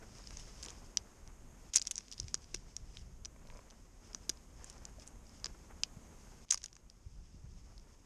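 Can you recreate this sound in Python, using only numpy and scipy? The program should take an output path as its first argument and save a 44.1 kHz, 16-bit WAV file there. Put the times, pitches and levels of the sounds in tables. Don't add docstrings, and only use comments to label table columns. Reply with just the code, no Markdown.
import sys
import numpy as np
from scipy import signal
from scipy.fft import rfft, irfft, next_fast_len
from scipy.io import wavfile
from scipy.ndimage import uniform_filter1d, minimum_filter1d, map_coordinates

SR = 44100
rng = np.random.default_rng(int(sys.argv[2]) if len(sys.argv) > 2 else 0)


def dump(signal):
    limited = np.clip(np.atleast_2d(signal).T, -1, 1)
    pcm = np.round(limited * 32767).astype(np.int16)
    wavfile.write(sys.argv[1], SR, pcm)


N = 355261


def amp(db):
    return 10 ** (np.asarray(db) / 20)


def unit(x):
    return x / np.sqrt(np.mean(x ** 2) + 1e-20)


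def along(points, hz):
    f, v = np.transpose(points)
    return np.interp(np.log(hz + 1), np.log(f + 1), v)


def wobble(rate):
    knots = rng.standard_normal(int(N * rate / SR) + 4)
    return map_coordinates(knots, [np.arange(N) * rate / SR])


def filtered(x, response):
    m = next_fast_len(N + 8192)
    spectrum = rfft(x, m) * response(np.fft.rfftfreq(m, 1 / SR))
    return irfft(spectrum, m)[..., :N]


def coloured(x, spectrum):
    return unit(filtered(x, lambda hz: amp(along(spectrum, hz))))


def curves(rows):
    s, *cols = np.transpose(rows)
    return [np.interp(np.arange(N) / SR, s, c) for c in cols]


def peak(rows):
    return rows / np.abs(rows).max(axis=1, keepdims=True)


def ringing(modes, centre_hz, spread_hz, scatter_db, t):
    hz, db, t60 = np.transpose(modes)
    chance = rng.standard_normal((len(centre_hz), 3, len(hz)))
    distance = (hz - centre_hz[:, None]) / spread_hz
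    gain = amp(db + scatter_db * chance[:, 0] - 6.36 * distance ** 2)
    detuned_hz = hz * (1 + 0.0184 * chance[:, 1])
    phase = 2 * np.pi * detuned_hz[..., None] * t + 0.467 * chance[:, 2, :, None]
    decay = amp(-60 * t / t60[:, None])
    rows = np.sum(gain[..., None] * decay * np.sin(phase), axis=1)
    rows *= (1 - np.exp(-t / 0.00013)) ** 3
    return peak(rows)


def superposed(rows, start):
    where = start[:, None] + np.arange(rows.shape[1])
    return np.bincount(where.ravel(), rows.ravel(), N + SR)[:N]


# f/Hz, level/dB
HUSH_SPECTRUM = [(120, -25.5), (200, -1), (231, 1), (291, -5), (651, -11.5), (711, -12.5), (1020, -13.5),
                 (1740, -20), (2120, -20), (4170, -28), (5860, -23), (6530, -17.5), (10400, -30),
                 (12600, -30), (14300, -49.5)]


def hush():
    level_db = -63.5 + 1.3 * wobble(3.06)
    return amp(level_db) * coloured(rng.standard_normal(N), HUSH_SPECTRUM)


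# f/Hz, level/dB
BUFFET_SPECTRUM = [(8.8, -38.5), (15, 2), (54, 1.5), (95, -8), (190, -13.5), (222, -29.5), (400, -26.5),
                   (520, -58), (880, -120)]
# t/s, level/dB
WIND_LEVEL = [(0, -54), (.84, -53.5), (1.2, -58), (1.68, -54.5), (2.16, -57), (2.22, -40.5), (2.29, -46.5),
              (2.4, -50), (2.8, -53), (2.94, -47), (3.36, -56.5), (3.52, -52.5), (3.78, -59), (4.6, -56),
              (5.74, -54.5), (6.44, -56), (7.0, -49), (7.42, -44), (7.7, -47.5), (8.06, -56)]


def wind_buffet():
    (level_db,) = curves(WIND_LEVEL)
    lumps = amp(1.83 * wobble(14))
    return amp(level_db) * unit(lumps * coloured(rng.standard_normal(N), BUFFET_SPECTRUM))


# f/Hz, level/dB
RUB_SPECTRUM = [(150, -28), (300, -1), (580, -3), (950, -3.5), (1500, -8.5), (2500, -14.5), (4000, -34.5)]
# t/s, cloth rub level/dB, rope rustle level/dB
MOTION_LEVELS = [(0, -66.5, -69.5), (.4, -66, -59.5), (.55, -63, -63.5), (.7, -61, -61.5),
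                 (.9, -69.5, -71.5), (1.5, -74, -83.5), (1.8, -66, -58.5), (2.07, -86, -64.5),
                 (2.4, -69, -64.5), (2.94, -66.5, -67.5), (3.3, -88, -83.5), (3.46, -69.5, -75),
                 (3.62, -67, -72), (3.9, -77, -76), (4.1, -70, -68), (4.48, -80, -77), (4.64, -66, -66),
                 (5.04, -67, -75.5), (5.18, -72, -84), (5.35, -70.5, -69), (6.02, -71.5, -78),
                 (6.44, -71, -69.5), (6.58, -63, -58.5), (6.72, -89, -70), (6.9, -80, -69),
                 (7.2, -69, -65.5), (7.7, -69, -64.5), (8.06, -67, -68.5)]


def cloth_rub():
    level_db, _ = curves(MOTION_LEVELS)
    strokes = amp(4.17 * wobble(40) + 2.6 * wobble(300))
    return amp(level_db) * coloured(rng.standard_normal(N) * strokes, RUB_SPECTRUM)


# f/Hz, level/dB
RUSTLE_SPECTRUM = [(1000, -28), (1800, -8.5), (3000, -5.5), (4100, -9.5), (5200, 2.5), (6480, -3),
                   (8000, -8), (10000, -17), (13000, -60.5)]


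def rope_rustle():
    _, level_db = curves(MOTION_LEVELS)
    clumps = amp(2.29 * wobble(35) + 1.2 * wobble(700))
    return amp(level_db) * coloured(rng.standard_normal(N) * clumps, RUSTLE_SPECTRUM)


# f/Hz, width/Hz, level/dB
PORT_RESONANCE = (6470, 300, 5)


def through_port(x):
    centre_hz, width_hz, db = PORT_RESONANCE

    def response(f):
        damping = 1j * f * width_hz
        return 1 + (amp(db) - 1) * damping / (centre_hz ** 2 - f * f + damping)

    return filtered(x, response)


def background():
    return through_port(hush() + wind_buffet() + cloth_rub() + rope_rustle())


# t/s, level/dB of the envelope, f/Hz
PUFFS = [(2.246, -33, 76), (2.274, -39.5, 80), (5.973, -39.5, 130.5), (7.07, -30.5, 68), (7.347, -39, 154),
         (7.446, -32.5, 95)]


def puffs():
    t = np.arange(N) / SR
    out = np.zeros(N)
    for s, db, hz in PUFFS:
        envelope = np.exp(-(2.34 * hz * (t - s)) ** 2)
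        out += amp(db) * envelope * np.sin(2 * np.pi * hz * (s - t))
    return out


# start t/s, length/s, level/dB
SCRAPES = [(2.913, 0.1323, -61.5), (4.688, 0.0674, -68), (4.99, 0.0577, -61.5), (5.056, 0.0303, -65.5)]


def scrapes():
    t = np.arange(N) / SR
    stroke = np.zeros(N)
    for s, length, db in SCRAPES:
        to_nearest_end = np.minimum(t - s, s + length - t)
        stroke += amp(db) * np.clip(4 * to_nearest_end / length, 0, 1)
    grains = rng.standard_normal(N) * amp(3.2 * wobble(270))
    return stroke * coloured(grains, RUSTLE_SPECTRUM)


# t/s, peak level/dB
SLIPS = [(3.362, -48), (3.452, -49), (3.469, -55.5), (3.487, -51.5), (3.501, -51.5), (3.524, -50.5),
         (3.534, -51), (3.551, -50), (3.559, -47), (3.566, -48), (3.577, -49.5), (3.591, -46.5)]
# f/Hz, relative level/dB, t60/s
STRAP_MODES = [(584, 3, 0.0146), (970, -3.5, 0.0218), (2278, -4.5, 0.0107)]


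def creak():
    s, db = np.transpose(SLIPS)
    t = np.arange(SR // 20) / SR
    rows = amp(db)[:, None] * ringing(STRAP_MODES, np.full(len(s), 800.), 4900, 3.65, t)
    return superposed(rows, np.round(s * SR).astype(int))


# t/s, level/dB (the decay starts 3 dB above), f/Hz, t60/s
KNOCKS = [(2.196, -37.5, 313, 0.0155), (2.343, -32.5, 367, 0.0144), (2.544, -36, 357, 0.0284),
          (4.145, -49.5, 320, 0.0268), (4.293, -36.5, 344, 0.0247), (4.825, -52, 320, 0.022),
          (4.984, -49, 620, 0.0285), (5.443, -57.5, 682, 0.029), (5.463, -43.5, 419, 0.0184)]


def knocks():
    out, t = np.zeros(N + SR), np.arange(SR // 10) / SR
    onset = 1 - np.exp(-t / 0.00121)
    for s, db, hz, t60 in KNOCKS:
        decay = amp(db + 3 - 60 * t / t60)
        out[round(s * SR):][:len(t)] += decay * np.sin(2 * np.pi * hz * t) * onset
    return out[:N]


# start t/s, length/s, rate/(contacts per s), mean peak level/dB, ring centre f/Hz, sparkle level/dB
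RATTLES = [(.15, 0.35, 30, -54, 5450, -20), (0.63, 0.0316, 140, -39.5, 6460, -19.5),
           (.684, 0.02644, 220, -43, 5660, -21), (1.743, 0.01296, 170, -25, 6200, -21.5),
           (1.772, 0.0177, 170, -23, 5600, -16.5), (1.863, 0.0205, 190, -34, 5820, -21),
           (1.916, .008, 250, -36.5, 5700, -13.5), (1.962, 0.0155, 220, -39, 6000, -21.5),
           (1.993, 0.0604, 130, -48, 5270, -26.5), (2.115, 0.0277, 180, -37.5, 5112, -20),
           (2.18, 0.0141, 250, -39.5, 5100, -21.5), (2.224, .02, 100, -42, 4900, -26.5),
           (2.32, 0.2, 25, -47.5, 5500, -22.5), (2.542, .032, 120, -39, 5850, -27.5),
           (3.246, 0.0177, 140, -33.5, 5130, -22), (3.449, 0.16, 55, -52, 5470, -18.5),
           (4.293, .006, 500, -29, 5650, -15), (4.33, .05, 60, -54.5, 5499, -20.5),
           (4.697, 0.00845, 200, -43.5, 6100, -8), (4.725, 0.073, 60, -50, 6170, -16.5),
           (4.832, .065, 60, -51, 5802, -13.5), (5.069, 0.0216, 200, -49, 6600, -1.5),
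           (5.243, .17, 25, -53.5, 5556, -14), (6.515, 0.0097, 250, -24.5, 6303, -16),
           (6.531, 0.013, 250, -22.5, 6130, -13.5), (6.545, 0.016, 270, -31, 5930, -16.5),
           (6.582, .006, 170, -39, 6200, -20.5), (6.64, 0.00806, 250, -31.5, 5800, -15),
           (7.79, 0.0172, 50, -46.5, 5610, -22.5)]
LOOSE_SCATTER_DB, LOOSE_RING_SPREAD_HZ = 4, 520
LOOSE_BODY_HZ, LOOSE_BODY_SPREAD_HZ, LOOSE_BODY_DB, LOOSE_COLOUR_DB = 2734, 593, -9.5, 1
LOOSE_CONTACT_MS, LOOSE_SPREAD_MS = 1.8, .9


def loose_contacts():
    rows = []
    spread = [LOOSE_SCATTER_DB, LOOSE_RING_SPREAD_HZ, LOOSE_BODY_SPREAD_HZ,
              LOOSE_COLOUR_DB, LOOSE_COLOUR_DB, LOOSE_SPREAD_MS]
    for start, length, rate, db, ring_hz, sparkle_db in RATTLES:
        when, how = rng.random(16), rng.standard_normal((16, 6))
        count = int(np.clip(round(rate * length), 1, 16))
        mean = [db, ring_hz, LOOSE_BODY_HZ, LOOSE_BODY_DB, sparkle_db, LOOSE_CONTACT_MS]
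        s = start + length * (np.arange(count) + when[:count]) / count
        rows.append(np.column_stack([s, mean + spread * how[:count]]))
    return np.vstack(rows)


# t/s, peak level/dB, ring centre f/Hz, body centre f/Hz, body level/dB, sparkle level/dB (both re ring)
CLICKS = [(0.1843, -43, 5750, 1970, -14.5, -23), (0.2404, -46, 5180, 2100, -11.5, -22),
          (0.2725, -37, 5140, 3000, -7.5, -19.5), (0.3074, -39.5, 5350, 2110, -4.5, -16.5),
          (0.371, -34, 6170, 2090, -14, -19), (0.397, -40.5, 5870, 3340, -2.5, -8),
          (0.628, -32, 6650, 3300, -9.5, -19.5), (0.632, -31, 5150, 2510, -8.5, -15.5),
          (0.6487, -36, 5870, 2330, -11, -5.5), (0.6848, -35, 5880, 3735, 1, -14),
          (0.972, -12.5, 5340, 3370, -9, -27.5), (1.276, -42, 5800, 2340, -9, -16.5),
          (1.7346, -26.5, 6430, 3020, -3.5, -14), (1.7375, -16, 6180, 3200, -10.5, -20),
          (1.7423, -20.5, 6340, 2420, -10, -25.5), (1.7555, -13, 6507, 2610, -6.5, -7.5),
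          (1.7595, -2, 6643, 2390, -23.5, -17), (1.7642, -11.5, 5550, 2497, -8, -5.5),
          (1.768, -7.5, 5840, 3170, -20, -13.5), (1.7722, -10.5, 6120, 2620, -14, -16.5),
          (1.782, -22, 5500, 2210, -13.5, -23.5), (1.7965, -24, 7070, 2360, -11.5, -21.5),
          (1.8166, -19.5, 5200, 3620, -10, -19), (1.8232, -24, 6650, 2410, -18, -26.5),
          (1.853, -31, 5720, 2620, -12, -24.5), (1.8713, -18.5, 5950, 3020, -11.5, -16),
          (1.9109, -16.5, 6780, 2800, -10.5, -11.5), (1.9129, -23, 6500, 3330, 0, -5.5),
          (1.9151, -19.5, 6250, 2700, -13, -9.5), (1.9567, -24, 6250, 2610, -25.5, -32.5),
          (1.98, -19.5, 6280, 2334, -17.5, -22.5), (1.9863, -27, 5920, 2277, -13, -25.5),
          (2.0076, -37.5, 5630, 2110, -5.5, -27.5), (2.0826, -39, 5870, 3110, -2, -26),
          (2.1154, -30, 5600, 2710, -15.5, -26), (2.1252, -29, 5630, 3160, -4, -10.5),
          (2.18, -35.5, 5364, 3500, -3.5, -21), (2.2, -19, 5886, 2510, -26, -23),
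          (2.283, -28.5, 5730, 2810, -8, -28.5), (2.3434, -13.5, 6420, 1811, -17.5, -22),
          (2.351, -29.5, 6020, 3100, -7, -28.5), (2.5441, -23.5, 4940, 2470, -9.5, -21.5),
          (2.546, -20, 6164, 2580, -8, -11.5), (2.7658, -22.5, 6315, 2800, -15, -20),
          (2.9709, -30, 5300, 3480, 7.5, -19), (3.257, -32.5, 5940, 2090, -6.5, -24),
          (3.5012, -44.5, 5530, 2355, 10.5, -23.5), (3.7026, -43, 5270, 2650, -6, -19.5),
          (3.7082, -40.5, 5420, 2670, -2.5, -21), (4.1321, -40.5, 5490, 2760, -8, -32),
          (4.1477, -26, 5650, 1690, -13, -38), (4.2943, -19, 5710, 2990, -14, -15),
          (4.2976, -17.5, 6220, 2519, -12.5, -16), (4.3152, -47, 5495, 1620, -4.5, -10.5),
          (4.644, -36, 7475, 1970, -14, -12), (4.853, -32.5, 5960, 1860, -17.5, -18),
          (4.9982, -43, 5630, 1720, -19, -19.5), (5.0762, -39.5, 6920, 2628, -30.5, -8.5),
          (5.444, -25, 5573, 1810, -11.5, -27.5), (5.4584, -26, 5820, 1704, -8.5, -26),
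          (5.467, -32.5, 5110, 2250, -6.5, -28), (5.8349, -15.5, 5697, 2700, -5.5, -31.5),
          (6.485, -39.5, 6295, 2740, -4.5, -30), (6.491, -35, 5075, 3210, 0.5, -22),
          (6.501, -37.5, 5493, 1910, -4, -15), (6.5054, -14, 6310, 2564, -16.5, -17.5),
          (6.5071, -6.5, 5690, 2566, -15.5, -25), (6.51, 3.5, 6527, 2363, -20, -25.5),
          (6.5139, -15.5, 6092, 2590, -11.5, -15.5), (6.5228, -7.5, 6430, 2490, -8, -16.5),
          (6.5267, -13.5, 6500, 2260, -9.5, -14.5), (6.531, -21.5, 5960, 2280, -12.5, -14.5),
          (6.5434, -15.5, 5630, 3190, -14, -14.5), (6.5755, -25, 5970, 2250, -12, -19),
          (6.5783, -25, 6460, 2530, -11.5, -21.5), (6.6179, -34, 5000, 2940, -4.5, -23.5),
          (6.632, -32, 6510, 1807, -14, -24), (6.6403, -19.5, 5765, 2895, -19, -16.5),
          (6.6596, -24, 5930, 3090, -10.5, -13), (6.6835, -38.5, 5597, 2830, -3, -24.5),
          (6.7296, -32, 5920, 2260, -10, -22), (6.754, -36, 6400, 2090, -19.5, -32),
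          (6.7662, -33, 6200, 2030, -7.5, -20.5), (6.8999, -32, 5490, 3234, -12.5, -18.5),
          (7.7796, -38, 4990, 2770, -11, -19.5)]
# f/Hz, relative level/dB, t60/s
BODY_MODES = [(601, -18.5, 0.0065), (895, -12.5, 0.0097), (1262, 3, 0.009), (1658, 3.5, 0.00652),
              (2205, -0.5, 0.00555), (2562, 0, 0.00486), (3150, 4.5, 0.00437), (3585, -3.5, 0.00596)]
RING_MODES = [(4546, -6.5, 0.00396), (5119, 0, 0.00622), (5791, -0.5, 0.00696), (6533, 1, 0.00589),
              (7309, -0.5, 0.00497), (8103, -6.5, 0.015)]
SPARKLE_MODES = [(8816, 4, 0.0078), (9606, 2, 0.00712), (10705, -9.5, 0.012), (11443, -4, 0.00639),
                 (13600, -18.5, 0.0055)]
CLATTER_GAP_S, CLATTER_CONTACT_MS = .006, 0.99
CONTACT_MS = .04


def clicks():
    gaps = np.diff(np.transpose(CLICKS)[0], prepend=0, append=N / SR)
    crowded = np.minimum(gaps[:-1], gaps[1:]) < CLATTER_GAP_S
    distinct = np.column_stack([CLICKS, np.where(crowded, CLATTER_CONTACT_MS, CONTACT_MS)])
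    contacts = np.vstack([distinct, loose_contacts()])
    s, db, ring_hz, body_hz, body_db, sparkle_db, ms = contacts.T
    t = np.arange(512) / SR
    chatter_s = np.clip(ms, .03, 9)[:, None] / 1000
    chatter = 0.072 * rng.standard_normal((len(s), len(t))) * amp(-12 * t / chatter_s)
    chatter[:, 0] = 1

    def struck(rows):
        return peak(signal.fftconvolve(rows, chatter, axes=1))

    rows = struck(ringing(RING_MODES, ring_hz, 964, 2.3, t))
    rows += amp(body_db)[:, None] * struck(ringing(BODY_MODES, body_hz, 641, 1.7, t))
    sparkle_hz = np.full(len(s), 9500.)
    rows += amp(sparkle_db)[:, None] * struck(ringing(SPARKLE_MODES, sparkle_hz, 3000, 6, t))
    start = np.round((s - .0002) * SR).astype(int)
    return superposed(amp(db)[:, None] * peak(rows), start)


# f/Hz, t60/s
ECHO_DECAY = [(500, .022), (3000, 0.07), (6000, 0.0584), (12000, 0.0061)]
ECHO_DB = -24


def branches(x):
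    hz, t, z = signal.stft(rng.standard_normal(SR // 5), SR, nperseg=128)
    decay = amp(-60 * t / along(ECHO_DECAY, hz)[:, None])
    tail = signal.istft(z * decay, SR, nperseg=128)[1]
    delayed = np.pad(x, (45, 0))
    return signal.fftconvolve(delayed, tail / np.linalg.norm(tail))[:N]


def scene():
    surroundings = background() + puffs() + scrapes() + creak() + knocks()
    gear = clicks()
    return (surroundings + gear + amp(ECHO_DB) * branches(gear))[None]


CEILING_DB, LOOK_AHEAD_S = -8.5, .057


def limiter(x, fast_db_s, slow_db_s, slow_share):
    excess = np.maximum(20 * np.log10(np.abs(x) + 1e-9) - CEILING_DB, 0)
    ahead = int(LOOK_AHEAD_S * SR)
    padded = np.pad(excess, (0, ahead))
    running_max = -minimum_filter1d(-padded, size=ahead + 441)
    held = running_max[ahead // 2 - 220:][:N]
    t = np.arange(N) / SR

    def release(cut, rate):
        return np.maximum.accumulate(cut + rate * t) - rate * t

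    cut = np.maximum(release(held, fast_db_s), release(slow_share * held, slow_db_s))
    return x * amp(-uniform_filter1d(cut, size=200))


TOP_HZ = 14400


def record(dry):
    limited = limiter(dry[0], fast_db_s=94.5, slow_db_s=2, slow_share=0.768)
    return filtered(limited, lambda hz: hz < TOP_HZ)[None]


dry = scene()
out = record(dry)
dump(out)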